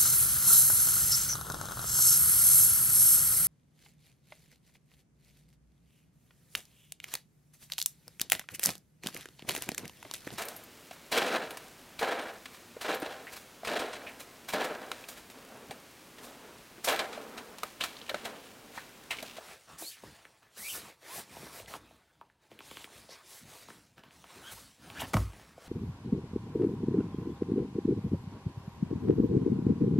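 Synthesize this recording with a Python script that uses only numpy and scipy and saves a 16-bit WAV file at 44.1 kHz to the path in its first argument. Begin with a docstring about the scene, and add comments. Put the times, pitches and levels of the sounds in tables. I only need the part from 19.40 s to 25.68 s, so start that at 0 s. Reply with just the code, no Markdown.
"""Crawling through a play tent

A small child crawls across a pop-up tent in a quiet room, close to a mono microphone.
Knees and feet swish over the polyester, whose ribbed weave zips on the fast strokes.
Tight panels snap as they buckle. A foot drags over the door sill and lands on the floor
with one thump."""
import sys
import numpy as np
from scipy import signal
from scipy.fft import rfft, irfft, next_fast_len
from scipy.io import wavfile
from scipy.ndimage import uniform_filter1d, map_coordinates

SR = 44100
rng = np.random.default_rng(int(sys.argv[2]) if len(sys.argv) > 2 else 0)


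def wrap_up_sound(samples):
    """Save the sound to the file named by the first command line argument, as 16-bit audio."""
    columns = np.atleast_2d(samples).T
    # keep every value between -1 and 1, then stretch to whole-number steps
    tamed = np.clip(columns, -1, 1)
    steps = np.round(tamed * 32767).astype(np.int16)
    wavfile.write(sys.argv[1], SR, steps)


N = 276948


def amp(db):
    """Turn decibels into a gain."""
    return 10 ** (np.asarray(db) / 20)


def unit(x):
    """Scale a signal to an average (rms) size of 1."""
    return x / np.sqrt(np.mean(x ** 2) + 1e-20)


def along(points, hz):
    """Read between (frequency, value) points on a log frequency axis."""
    freqs, values = np.transpose(points)
    return np.interp(np.log(hz + 1), np.log(freqs + 1), values)


def wobble(rate, size):
    """A smooth curve through `rate` random points a second."""
    points = rng.standard_normal(size // 8)
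    return unit(map_coordinates(points, [np.arange(size) * rate / SR], mode="wrap"))


def filtered(x, response):
    """Scale each frequency of x by response(hz)."""
    size = next_fast_len(N + SR // 2)
    return irfft(rfft(x, size) * response(np.fft.rfftfreq(size, 1 / SR)), size)[:N]


def add(track, start_s, sound):
    """Mix a sound into the track."""
    part = track[round(start_s * SR):][:len(sound)]
    part += sound[:len(part)]


# Tone of the still room: f/Hz, level/dB
HUSH_TONE = [(18, -29), (30, -1), (144, -1), (187, -6.5), (532, -17), (970, -10.5), (1140, -33),
             (1260, -33), (2620, -21.5), (11300, -34), (15500, -45)]

def room_hush(level_db=-76):
    """The quiet room: a faint, steady noise, mostly low."""
    return amp(level_db) * unit(filtered(rng.standard_normal(N), lambda hz: amp(along(HUSH_TONE, hz))))


# How long the room rings: f/Hz, time to fade by 60 dB/s
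ECHO_TIMES = [(100, 0.47), (1000, 0.18), (4000, 0.05), (12000, 0.097)]

def room_echo(sound):
    """The room answers briefly, each frequency dying away at its own speed."""
    hz, t, noise = signal.stft(rng.standard_normal(SR // 2), SR, nperseg=256)
    fade = amp(-60 * t / along(ECHO_TIMES, hz)[:, None])
    tail = signal.istft(noise * fade, SR, nperseg=256)[1]
    delayed = np.pad(sound, (SR // 250, 0))  # 4 ms
    return signal.fftconvolve(delayed, tail / np.linalg.norm(tail))[:N]


def friction(tone, slips_per_s, grain, patchy_db):
    """Countless tiny fibre slips plus some larger ones, coloured by shifting folds."""
    large_slips = (rng.random(N) < slips_per_s / SR) * rng.standard_normal(N)
    bands = signal.stft(rng.standard_normal(N) + grain * unit(large_slips), nperseg=512)[2]
    folds = uniform_filter1d(rng.standard_normal(bands.shape), size=5, axis=0)  # smooth over frequency
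    folds = uniform_filter1d(folds, size=10, axis=1)  # and over time
    slipping = signal.istft(bands * amp(patchy_db * unit(folds)), nperseg=512)[1][:N]
    return unit(filtered(slipping, lambda hz: amp(along(tone, hz))))


# A limb slides over the cloth: t at full speed/s, rise/s, hold/s, fall/s, flutter/dB, rub/dB, hiss/dB
LIMB_STROKES = [ (0.092, 0.25, 0.042, .13, -64, -51.5, -55), (.22, 0.065, .04, .1, -82, -69, -63.5),
                (0.301, 0.049, 0.04, 0.13, -59, -55.5, -60.5),
                (0.386, 0.0033, .11, 0.15, -84.5, -80, -45.5), (0.412, 0.05, .015, .07, -71, -51.5, -48),
                (0.646, 0.031, 0.018, 0.079, -49, -58, -72), (0.686, 0.19, 0.018, 0.57, -67, -57, -60),
                (1.028, 0.015, 0.016, 0.37, -75, -67.5, -78),
                (1.182, 0.023, 0.043, 0.09, -61, -55.5, -46.5), (1.308, 0.17, 0.055, .1, -68, -59, -39.5),
                (1.353, 0.054, 0.022, 0.13, -58, -47.5, -57), (1.453, 0.081, 0.041, .1, -55, -53.5, -55.5),
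                (1.705, 0.12, 0.023, .1, -64, -50, -51), (1.767, 0.083, 0.029, 0.072, -52.5, -45.5, -42.5),
                (1.977, 0.18, .1, .2, -56.5, -52.5, -53.5), (2.153, 0.074, .04, 0.11, -53, -51.5, -49),
                (2.285, 0.019, 0.08, 0.044, -55, -51.5, -52), (2.39, 0.067, 0.027, 0.83, -63, -62.5, -71),
                (2.48, 0.097, .08, .05, -72, -71, -72.5), (2.73, .02, 0.18, .1, -76, -88, -86),
                (3.036, 0.054, .03, 0.13, -83, -69.5, -74.5), (3.117, 0.028, 0.022, 0.24, -67, -61, -69),
                (3.273, 0.093, .17, 0.091, -65.5, -61.5, -55), (3.557, 0.16, 0.034, 0.34, -62, -57.5, -57),
                (3.721, 0.039, 0.022, 0.25, -65, -53.5, -60.5), (3.925, .12, 0.06, 0.16, -75, -62, -51.5),
                (4.068, 0.078, .01, 0.1, -56.5, -64, -73), (4.11, 0.087, 0.12, 0.16, -62, -59, -54.5),
                (4.287, 0.015, 0.021, 0.34, -57.5, -59.5, -57.5), (4.581, 0.023, .01, 0.079, -62, -58, -75),
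                (4.638, .012, .04, 0.22, -58, -62, -78), (4.729, 0.033, 0.089, .2, -62.5, -68, -62),
                (4.917, 0.11, 0.036, 0.13, -61.5, -56, -59), (4.964, 0.033, 0.016, 0.13, -52.5, -56.5, -60),
                (5.075, 0.15, 0.026, 0.072, -58, -54.5, -54),
                (5.122, 0.024, 0.011, 0.025, -49.5, -50.5, -45.5),
                (5.15, .03, 0.051, 0.29, -59.5, -59.5, -52.5), (5.46, 0.11, 0.25, 0.17, -54, -56.5, -59.5),
                (5.609, 0.016, 0.0043, 0.027, -57, -44, -41.5), (5.622, 0.12, .02, 0.059, -42.5, -44, -54),
                (5.684, .03, .005, 0.069, -58, -65, -53), (5.741, 0.017, 0.047, 0.2, -49.5, -50, -49.5),
                (5.972, 0.14, 0.021, 0.67, -57.5, -58.5, -62.5), (6.262, .12, .03, .1, -70, -56, -59)]

def stroke_levels(range_db=25, rise_curve=1.81):
    """Each stroke speeds up, holds and dies away. Gives flutter, rub and hiss curves in dB."""
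    t = np.arange(0, N, 32) / SR
    power = np.zeros((3, len(t)))  # overlapping strokes add in power
    for at_s, rise, hold, fall, *levels_db in LIMB_STROKES:
        rising = (np.maximum(at_s - t, 0) / rise) ** rise_curve
        fading = np.maximum(t - at_s - hold, 0) / fall
        power += np.outer(amp(levels_db), amp(-range_db * (rising + fading))) ** 2
    return [np.interp(np.arange(N) / SR, t, db) for db in 10 * np.log10(power + 1e-20)]


# Tones of shaking panels, rubbed cloth, and the weave in slow and fast strokes: f/Hz, level/dB
FLUTTER_TONE = [(30, -26), (55, -1.5), (80, 1), (140, 1.5), (300, -0.5), (500, -19), (1000, -44)]
RUB_TONE = [(150, -34), (330, -0.5), (600, 1.5), (1000, 0.5), (1700, -1), (2500, -5), (4000, -9.5),
            (8000, -21)]
HISS_TONE = [(700, -25), (1800, -1.5), (3000, -1.5), (3900, 1), (5000, -1), (9200, -2.5), (11700, -6),
             (12500, -16.5), (15500, -8)]
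SIZZLE_TONE = [(2000, -16), (4000, -2), (7000, 0.5), (9200, 2), (10500, 1.5), (11800, 5.5), (13200, -4),
               (15500, -1)]

def cloth_swish():
    """Sliding cloth shakes the panels, rubs and hisses; faster sliding is brighter."""
    flutter_db, rub_db, hiss_db = stroke_levels()
    flutter = amp(flutter_db - 2.5) * friction(FLUTTER_TONE, slips_per_s=90, grain=0.49, patchy_db=4.5)
    rub = amp(rub_db) * friction(RUB_TONE, slips_per_s=260, grain=0.43, patchy_db=2.5)
    hiss = amp(-0.57) * friction(HISS_TONE, slips_per_s=730, grain=0.56, patchy_db=2.5)
    sizzle = amp(0.07) * friction(SIZZLE_TONE, slips_per_s=5200, grain=0.14, patchy_db=2.0)
    fast = np.clip((hiss_db + 58.5) / 15, 0, 1)  # a louder hiss stands for a faster stroke
    weave = np.sqrt(1 - fast) * hiss + np.sqrt(fast) * sizzle
    return flutter + rub + amp(hiss_db) * weave


# Fast strokes over the ribs, each timed at its hardest press:
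# t/s, time before/s, time after/s, start f/Hz, pressed f/Hz, end f/Hz, level/dB, pitch blur (0-1)
WEAVE_ZIPS = [ (.428, 0.03, 0.026, 400, 290, 280, -48, 0.07),
              (.445, 0.032, .03, 2750, 2370, 2190, -56.5, 0),
              (.48, 0.061, 0.045, 3540, 4420, 4420, -45, .02),
              (0.517, 0.017, 0.096, 3750, 3207, 1484, -54, 0.17),
              (1.19, 0.037, 0.03, 1190, 1755, 2100, -54, 0.1),
              (1.265, .045, 0.046, 2150, 2335, 2560, -43.5, 0.03),
              (1.299, 0.023, 0.052, 2883, 2990, 2770, -42, .07),
              (1.72, .04, 0.052, 840, 1017, 1213, -50.5, 0),
              (3.422, 0.23, 0.036, 3225, 3330, 3240, -55.5, 0.19),
              (3.719, 0.038, 0.053, 4200, 4940, 4460, -50, 0.17),
              (4.97, 0.029, 0.081, 338, 411, 825, -56, 0.17),
              (5.083, 0.054, .04, 1410, 1610, 1420, -51, 0.03),
              (5.083, 0.055, .04, 3060, 3260, 3050, -51, 0.03),
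              (5.181, 0.031, 0.022, 686, 1060, 1310, -55, .12),
              (5.57, 0.028, 0.039, 1414, 1640, 1800, -45.5, 0.07),
              (5.602, .02, 0.017, 1990, 3130, 3880, -38, 0.1)]

def weave_zips(overtone_db=-11, flicker_db=2.5, fade_s=0.014, edge_drop_db=11.5, edge_blur=0.05):
    """Threads tick past at a rate set by the sliding speed; an uneven pull blurs the pitch."""
    out, t = np.zeros(N), np.arange(SR // 3) / SR
    for at_s, before, after, start_hz, pressed_hz, end_hz, db, blur in WEAVE_ZIPS:
        times = [0, before, before + after]
        thread_hz = np.interp(t, times, [start_hz, pressed_hz, end_hz])
        edge = np.interp(t, times, [1, 0, 1])  # the light touch at each end is softer and less even
        pull = (blur + edge_blur * edge) * wobble(0.5 * pressed_hz, len(t))
        phase = 2 * np.pi * np.cumsum(thread_hz * (1 + pull)) / SR
        ticks = np.sin(phase) + amp(overtone_db) * np.sin(2 * phase)
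        ticks *= amp(flicker_db * wobble(617, len(t)))
        contact = np.clip(np.minimum(t, before + after - t) / fade_s, 0, 1)
        add(out, at_s - before, contact * amp(db - edge_drop_db * edge) * unit(ticks))
    return out


def panel_pulse(size, hz, octaves, lag_s=0.0046):
    """A click crosses a panel, its low notes arriving last; lag_s is the delay at 500 Hz."""
    freqs = np.fft.rfftfreq(size, 1 / SR) + 1
    travel = np.exp(-4j * np.pi * lag_s * np.sqrt(freqs * 500))
    away = np.log2(freqs / hz) / octaves
    band = np.where(away > 0, np.exp(-away ** 2 / 2), 1 / (1 + away ** 2 / 2))  # steeper above hz
    wave = irfft(travel * band, size)
    return wave / np.abs(wave).max()


# Buckling panels, plus one bright seam tick at 3.191 s (the 12000 Hz row), with levels before the offsets
# below: t/s, level/dB, f/Hz, flap/dB, tick/dB
PANEL_SNAPS = [(.42, -36, 690, -30, -25), (.634, -36.5, 755, -6, -18), (0.851, -38, 1730, -10, -7),
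               (1.028, -54.5, 1070, -9, -3), (1.966, -34.5, 770, 1, -20), (2.027, -39, 423, -10, -17),
               (2.198, -38, 570, -18, -6), (2.259, -40, 3320, -26, -23), (2.337, -30, 1100, -16, -8.5),
               (2.351, -41, 900, -19, -8), (2.508, -48, 690, -22, -15), (2.811, -38, 1010, -20, -17),
               (2.898, -53, 1760, -29, -24), (3.114, -41, 607, -5, -8), (3.189, -36.5, 2700, -6, -8),
               (3.191, -43, 12000, -27, -18), (3.204, -39.5, 1180, -2, -8), (3.311, -35, 1000, 3.5, 0.5),
               (3.369, -31, 1040, -5, 1.5), (3.442, -31, 3300, 2, 6.5), (3.473, -47.5, 865, -20, -21),
               (3.689, -42, 630, -18, -15), (4.284, -39, 1030, -7, -20), (4.302, -37.5, 1440, -2.5, -13),
               (4.579, -45, 1220, -4, -5), (4.635, -43.5, 800, -13, -5), (4.707, -46, 2230, -17, -2),
               (4.84, -39, 950, -36, -10), (5.5, -34, 897, -27, 6), (5.617, -26.5, 800, -28, -5.5),
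               (5.932, -46, 810, -10, -8), (6.177, -37, 574, -29, -33)]

def panel_snaps(crack_db=-19, shiver_db=-9, shiver_s=0.0039):
    """A tight panel flips with a pop, a low flap and a crisp tick, then trembles for a moment."""
    out, t = np.zeros(N), np.arange(SR // 20) / SR
    size = len(t)
    for at_s, db, hz, flap_db, tick_db in PANEL_SNAPS:
        crack = amp(crack_db) * np.exp(-t / 0.0075) * rng.standard_normal(size)
        tick = amp(tick_db + 6.5) * (panel_pulse(size, hz=2650, octaves=0.42) + crack)
        flap = amp(flap_db - 2.5) * panel_pulse(size, hz=330, octaves=0.54)
        flip = panel_pulse(size, hz, octaves=0.33) + flap + tick
        flip /= np.abs(flip).max()
        shiver = np.exp(-t / shiver_s) * rng.standard_normal(size)
        tremble = signal.fftconvolve(flip, shiver / np.linalg.norm(shiver))[:size]
        add(out, at_s, amp(db - 1) * (flip + amp(shiver_db) * tremble))
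    return out


def bending_wave(t, start_hz, end_hz, fall_s):
    """A ripple whose high notes arrive first, so the pitch drops."""
    hz = end_hz + (start_hz - end_hz) / (1 + t / fall_s) ** 2
    return np.sin(2 * np.pi * np.cumsum(hz) / SR)


def ring(t, notes):
    """A struck object rings at its own fading notes, in a slightly new balance each time."""
    return sum(amp(db + rng.normal(0, 1) - 60 * t / fade_s) * np.sin(2 * np.pi * hz * t)
               for hz, db, fade_s in notes)


# Ringing notes of the tent's hoop and of the floor: f/Hz, level/dB, time to fade by 60 dB/s
HOOP_NOTES = [(511, -9, 0.098), (631, 5, 0.088), (718, 1.5, 0.11), (864, -14, 0.086), (1096, -3, 0.15),
              (1187, -1, 0.12), (1255, 4.5, 0.065), (1320, -6, .09), (2380, -10, 0.062)]
FLOOR_NOTES = [(56.8, -4.5, 0.45), (101.6, 5.5, 0.13), (209, -8, 0.1), (284, -22, 0.15), (365, -15, 0.15)]
# The foot hits the sheet: t/s, level/dB, f that the pitch falls through/Hz, decay/s, crack/dB
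FOOT_SLAPS = [(5.7342, -32.5, 1640, 0.0023, 7), (5.7362, -22, 1120, 0.014, -14),
              (5.741, -19, 1840, 0.0021, -1), (5.768, -16, 1060, 0.0035, -12.5)]
# Weight lands on the floor: t/s, level/dB
FLOOR_BUMPS = [(0.648, -59.5), (2.207, -55), (2.391, -56), (5.13, -51), (5.627, -49), (5.753, -20),
               (5.791, -34), (5.836, -37.5), (5.933, -48.5), (6.0, -53)]

def foot_thump(hoop_db=-23, heel_s=5.741, heel_db=-14):
    """The foot slaps the sheet, jars the hoop and sinks into the mat; weight makes the floor boom."""
    out, t = np.zeros(N), np.arange(2 * SR // 3) / SR
    for at_s, db, hz, decay_s, crack_db in FOOT_SLAPS:
        crack = amp(crack_db) * unit(signal.lfilter([1], [1, -0.84], rng.standard_normal(len(t))))
        ripple = 0.59 * bending_wave(t, start_hz=1.44 * hz, end_hz=0.42 * hz, fall_s=0.00697)
        slap = (1 - np.exp(-t / 0.00039)) * np.exp(-t / decay_s) * (crack + ripple)
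        add(out, at_s, amp(db) * (slap + amp(hoop_db) * ring(t, HOOP_NOTES)))
    heel_push = amp(heel_db) * (1 - np.exp(-t / 0.01)) * np.exp(-t / 0.022)
    add(out, heel_s, heel_push * bending_wave(t, start_hz=398.2, end_hz=55.5, fall_s=0.01624))
    for at_s, db in FLOOR_BUMPS:
        add(out, at_s, amp(db) * (1 - np.exp(-t / 0.003)) * ring(t, FLOOR_NOTES))
    return out


def scene():
    """Cloth and footfall over the hush of the room, alike in both channels."""
    cloth = cloth_swish() + weave_zips()
    snaps, thump, hush = panel_snaps(), foot_thump(), room_hush()
    echo = room_echo(amp(-17.5) * cloth + amp(-9.5) * snaps + amp(-14.5) * thump)
    mono = hush + echo + cloth + snaps + thump
    return np.array([mono, mono])


def record(dry, bass_hz=52, top_hz=15800):
    """The microphone loses the deep bass and keeps nothing above top_hz."""
    thinned = signal.sosfilt(signal.butter(4, bass_hz, "high", fs=SR, output="sos"), dry)
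    return np.array([filtered(side, lambda hz: hz < top_hz) for side in thinned])


dry = scene()
out = record(dry)
wrap_up_sound(out)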